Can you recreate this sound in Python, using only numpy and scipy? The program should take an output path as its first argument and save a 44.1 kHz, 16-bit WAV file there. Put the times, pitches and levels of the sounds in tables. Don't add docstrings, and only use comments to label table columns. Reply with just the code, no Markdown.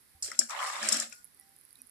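import sys
import numpy as np
from scipy import signal
from scipy.fft import rfft, irfft
from scipy.io import wavfile

SR = 44100
rng = np.random.default_rng(int(sys.argv[2]) if len(sys.argv) > 2 else 0)


def unload_wav(signal):
    wavfile.write(
        sys.argv[1],
        SR,
        np.round(np.clip(np.atleast_2d(signal).T, -1, 1) * 32767).astype(np.int16),
    )


def decibels_to_gain(level_db):
    exponent = np.asarray(level_db, float) / 20
    return 10 ** exponent


N = 83790

# f/Hz, gain/dB
SKIMMER_COLOUR = [(3300, -43), (4200, -9), (5500, -3.5), (6250, -9.5), (7500, 0), (9400, -13), (10600, -14),
                  (12200, -25), (14600, -35.5), (16200, -36)]
# f/Hz, zero
FLAT = [(1, 0), (2, 0)]


def rms_one(x):
    return x / np.sqrt(np.mean(x ** 2) + 1e-20)


def in_time(rows):
    s, db = np.transpose(rows)
    return decibels_to_gain(np.interp(np.arange(N) / SR, s, db, left=-120, right=-120))


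def at_hz(points):
    hz, value = np.transpose(points)
    bins_hz = np.arange(N // 2 + 1) * SR / N
    return np.interp(np.log(bins_hz + 1), np.log(hz), value)


def cut(x, hz, kind):
    return signal.sosfilt(signal.butter(4, hz, kind, fs=SR, output="sos"), x)


def ring(clicks, hz, t60):
    r, w = decibels_to_gain(-60 / (t60 * SR)), 2 * np.pi * hz / SR
    return signal.lfilter([0, np.sin(w)], [1, -2 * r * np.cos(w), r * r], clicks + 1e-18)


def strike(modes, contact):
    out = 0
    for hz, db, t60 in modes:
        out = out + decibels_to_gain(db + rng.normal(0, 2.5, (2, 1))) * ring(contact, hz, t60)
    return out


def sides(pan_db):
    return np.array([[decibels_to_gain(pan_db / 2)], [decibels_to_gain(-pan_db / 2)]])


def two_ports(pair, likeness, balance, colour):
    a, b = rfft(pair) * decibels_to_gain(at_hz(colour))
    alike = np.clip(at_hz(likeness), -1, 1)
    tilt = decibels_to_gain(at_hz(balance) / 2)
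    a, b = a * np.sqrt((1 + alike) / 2), b * np.sqrt((1 - alike) / 2)
    return rms_one(irfft([(a + b) * tilt, (a - b) / tilt], N))


def grains(per_s, spread_db, cycles, low_hz, high_hz):
    added_ring_s, edge_db = 0.014, 0.5
    sizes = decibels_to_gain(spread_db * np.minimum(rng.exponential(1, N), 4))
    sizes = sizes * (rng.random(N) < per_s / SR)
    taps = sizes * rng.choice([-1, 1], (2, N))
    dealt = rng.integers(0, 24, N)
    rings = np.zeros((2, N))
    for k, hz in enumerate(np.geomspace(low_hz, high_hz, 24)):
        rings += hz / 1000 * ring(taps * (dealt == k), hz, cycles / hz + added_ring_s)
    return rms_one(rings) + decibels_to_gain(edge_db) * rms_one(taps)


def contacts(curve, colour, per_s, spread_db, cycles):
    # f/Hz, left over right/dB
    near_balance = [(60, 2), (150, -5), (380, -17), (950, -1), (2380, 1.5), (5980, 4), (15000, -15.5)]
    # f/Hz, likeness/-1..1
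    near_likeness = [(60, 0.24), (240, 0.2), (950, 0.37), (3770, -0.11), (15000, -0.21)]
    stream = grains(per_s, spread_db, cycles, colour[1][0], colour[-2][0])
    return in_time(curve) * two_ports(stream, near_likeness, near_balance, colour)


def room_air():
    # f/Hz, gain/dB
    air_colour = [(26, -55), (45, -5), (258, -7), (675, -15.5), (1080, -12.5), (1990, -9), (2890, -17),
                  (4960, -12), (6500, -19), (8740, -12.5), (10600, -8.5), (15000, -20), (16200, -37)]
    # f/Hz, left over right/dB
    air_balance = [(60, -1), (240, -1.5), (950, 1.5), (3770, 0), (15000, -9)]
    return decibels_to_gain(-64) * two_ports(rng.standard_normal((2, N)), FLAT, air_balance, air_colour)


def kitchen_tail(x):
    t60_s, wall_cut_hz = 0.18, 4500
    t = np.arange(int(.4 * SR)) / SR
    tail = rng.standard_normal((2, len(t))) * decibels_to_gain(-60 * t / t60_s) * (t > .004)
    tail = signal.sosfilt(signal.butter(1, wall_cut_hz, fs=SR, output="sos"), tail)
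    return signal.fftconvolve(x, tail / np.sqrt(np.sum(tail ** 2) / 2), axes=1)[:, :N]


def low_bumps():
    # t/s, level/dB, f/Hz
    bumps = [(0.15, -48.5, 76.6), (.245, -50, 69)]
    t, out = np.arange(N) / SR, np.zeros(N)
    for s, db, hz in bumps:
        push = np.exp(-((t - s) / 0.0011) ** 2) / 200
        out += decibels_to_gain(db) * ring(push, hz, t60=0.16)
    return out


def whistles_and_pan_hums():
    # start/s, length/s, level/dB, f/Hz
    short_sines = [(0.138, 0.049, -69, 780), (1.378, 0.22, -72.5, 784), (1.383, 0.055, -69, 1960),
                   (1.408, 0.037, -69.5, 5600), (1.785, 0.028, -66, 2510), (1.793, 0.034, -65, 5771),
                   (1.78, 0.082, -66.5, 252), (.918, 0.078, -48, 275)]
    t, out = np.arange(N) / SR, np.zeros(N)
    for s, length, db, hz in short_sines:
        arch = np.sin(np.pi * np.clip((t - s) / length, 0, 1)) ** .5
        out += decibels_to_gain(db) * arch * np.sin(2 * np.pi * hz * t)
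    return out


def oil():
    # t/s, level/dB
    loud_spits = [(0.159, -52), (1.0986, -40), (1.1533, -41.5), (1.2445, -30.5), (1.2525, -37),
                  (1.3473, -43.5), (1.3984, -36), (1.4108, -41), (1.4928, -45), (1.5641, -40.5),
                  (1.5876, -42), (1.612, -41), (1.6518, -38.5), (1.707, -46), (1.729, -37.5), (1.7552, -41),
                  (1.789, -43.5), (1.8184, -30.5), (1.8702, -40), (1.8954, -40.5)]
    spit_hz, spit_t60_s, edge_db = 10500, 0.0033, -20
    sizzle_per_s, sizzle_floor_db, spread_db, pan_db = 260, -63, 5.0, -13
    clicks = decibels_to_gain(sizzle_floor_db + spread_db * np.minimum(rng.exponential(1, N), 3))
    clicks = clicks * (rng.random(N) < sizzle_per_s / SR)
    clicks = clicks * rng.choice([-1, 1], N)
    for s, db in loud_spits:
        clicks[int(s * SR)] += decibels_to_gain(db)
    crackle = ring(clicks, spit_hz, spit_t60_s) + decibels_to_gain(edge_db) * clicks
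    return cut(crackle, 9500, "high") * sides(pan_db)


def hum():
    # t/s, level/dB
    hum_level = [(.30, -79), (.33, -70.5), (.375, -73.5), (.40, -58.5), (.44, -51.5), (.48, -73.5),
                 (.51, -88), (.79, -85), (.835, -49.5), (.90, -62), (.935, -47), (1.03, -60.5), (1.1, -64),
                 (1.14, -107)]
    hum_hz, waver_hz = 228.5, 11.8
    waver = rms_one(signal.lfilter([1], [1, -.998], rng.standard_normal(N)))
    tone = np.sin(2 * np.pi * np.cumsum(hum_hz + waver_hz * waver) / SR)
    return in_time(hum_level) * rms_one(tone)


def dull_taps():
    # t/s, level/dB, left over right/dB, f/Hz, ring of the pan/dB
    soft_contacts = [(0.282, -53, -10, 418, -30), (0.3159, -33, 7.5, 1985, -25),
                     (0.317, -40, 10, 1340, -33), (0.389, -41.5, -15, 644, -29), (.389, -46, 0.5, 315, -17),
                     (.416, -37.5, 16.5, 1654, -26), (.502, -38, 8, 1200, -34), (.621, -30.5, 0, 1118, -35),
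                     (.675, -32.5, -3, 1114, -37), (0.83, -29.5, 13, 1710, -18), (1.02, -36, 8, 1740, -45),
                     (1.1241, -43.5, 13.5, 2506, -11), (1.708, -57.5, -12, 4740, -26),
                     (1.756, -56, -19, 3910, -40)]
    # f/Hz, level/dB, t60/s
    pan_modes = [(1447, -3, .3), (1462, -7, .36)]
    out = np.zeros((2, N))
    for s, db, pan_db, hz, ring_db in soft_contacts:
        first = int(s * SR)
        tap = np.zeros((2, N - first))
        tap[:, :8] = np.hanning(8) / 2.8 * [[1], [rng.choice([-1, 1])]]
        own = np.gradient(np.gradient(tap[0]))
        t60_s = 0.0087 * (1000 / hz) ** 0.71
        for _ in range(3):
            own = ring(own, hz, t60_s)
        behind = decibels_to_gain(ring_db) * cut(strike(pan_modes, tap), 650, "high")
        out[:, first:] += decibels_to_gain(db) * sides(pan_db) * (own / np.abs(own).max() + behind)
    return out


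def drag():
    # t/s, level/dB
    drag_level = [(.226, -58.5), (.275, -55), (.33, -50.5), (.378, -66), (.415, -43.5), (.44, -66),
                  (.478, -70), (.78, -49.5), (.835, -37.5), (.94, -37), (1.03, -44), (1.06, -53.5),
                  (1.094, -70), (1.13, -56.5), (1.18, -108)]
    # f/Hz, gain/dB
    drag_colour = [(190, -20.5), (330, -12), (442, -21), (586, 1.5), (988, -14), (1220, -0.5), (4000, -5),
                   (5200, -34)]
    return contacts(drag_level, drag_colour, per_s=4000, spread_db=4, cycles=6.6)


def patter():
    # t/s, level/dB
    patter_level = [(.49, -52.5), (.505, -41), (.525, -39), (.57, -38), (.63, -35), (.68, -35), (.72, -40),
                    (.79, -39.5), (.86, -53), (.95, -43)]
    # f/Hz, gain/dB
    patter_colour = [(300, -42), (420, -32), (600, -13), (750, -9), (1000, -3), (1150, 1), (1500, -8.5),
                     (1950, -7.5), (2400, -13.5), (4500, -21), (5800, -34.5)]
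    return contacts(patter_level, patter_colour, per_s=3000, spread_db=4, cycles=6.6)


def rattle():
    # t/s, level/dB
    rattle_level = [(.224, -37.5), (.25, -35.5), (.29, -45.5), (.34, -52.5), (.378, -55), (.40, -42.5),
                    (.436, -43), (.478, -53.5), (.506, -44.5), (.56, -52.5), (.63, -41.5), (.68, -39),
                    (.72, -43), (.81, -46), (.84, -37), (.90, -36.5), (.94, -29.5), (.98, -37.5),
                    (1.03, -38.5), (1.094, -56), (1.13, -54.5), (1.2, -62.5), (1.28, -79)]
    return contacts(rattle_level, SKIMMER_COLOUR, per_s=4000, spread_db=3.0, cycles=18)


def skimmer():
    # t/s, level/dB, left over right/dB, contact length/ms
    blows = [(0.2237, -21, -1.5, 7.7), (0.3158, -35.5, 16, 1.5), (0.3899, -7.5, 5, 3.8),
             (0.4952, -30, -3, 0.91), (0.503, -33, 7, 6.6), (0.8278, -23, -2, 2.3),
             (0.8866, -10.5, 1.5, 3.9), (.921, -16, 14, 7.3), (0.9279, -14, -2, 0.95),
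             (0.9414, -20.5, 11, 1.4), (.964, -22, 2, 8.2), (0.9852, -29, -8, 1.6), (0.9985, -16.5, 6, 3),
             (1.0225, -29, 9, 4), (1.126, -37, 12, 2.1)]
    # f/Hz, level/dB, t60/s
    skimmer_modes = [(5620, 7.5, 0.01), (5510, 1, 0.0079), (6695, -15, 0.029), (8280, -20, 0.025),
                     (8350, -22, 0.029)]
    ring_db, crunch_db, crunch_t60_s = -9, -9, 0.019
    tail_db, tail_t60_s = -28, 0.046
    out, t = np.zeros((2, N)), np.arange(N) / SR
    crunch = two_ports(rng.standard_normal((2, N)), FLAT, FLAT, SKIMMER_COLOUR)
    for s, db, pan_db, ms in blows:
        first = int(s * SR) + 1
        here = slice(first, first + 8000)
        since, hold = t[here] - s, max(ms, .2) / 1000
        after = np.maximum(since - hold, 0)
        fall = decibels_to_gain(crunch_db - 60 * after / crunch_t60_s) + decibels_to_gain(tail_db - 60 * after / tail_t60_s)
        shape = np.minimum(3 * since / hold, 1) * fall
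        press = np.sin(np.pi * np.minimum(since / hold, 1)) / np.sqrt(hold * SR)
        contact = rng.standard_normal((2, len(since))) * press
        blow = shape * crunch[:, here] + decibels_to_gain(ring_db) * strike(skimmer_modes, contact)
        out[:, here] += decibels_to_gain(db) * sides(pan_db) * blow
    return cut(out, 5220, "high")


def scene():
    close = oil() + hum() + dull_taps() + drag() + patter() + rattle() + skimmer()
    dry_extras = low_bumps() + whistles_and_pan_hums()
    return room_air() + dry_extras + decibels_to_gain(-13) * kitchen_tail(close) + close


def roll_off(x):
    return signal.sosfilt(signal.butter(12, 16320, fs=SR, output="sos"), x)


def record(dry):
    mix = signal.sosfilt(signal.cheby2(12, 70, 16300, fs=SR, output="sos"), dry)
    return roll_off(mix)


dry = scene()
out = record(dry)
unload_wav(out)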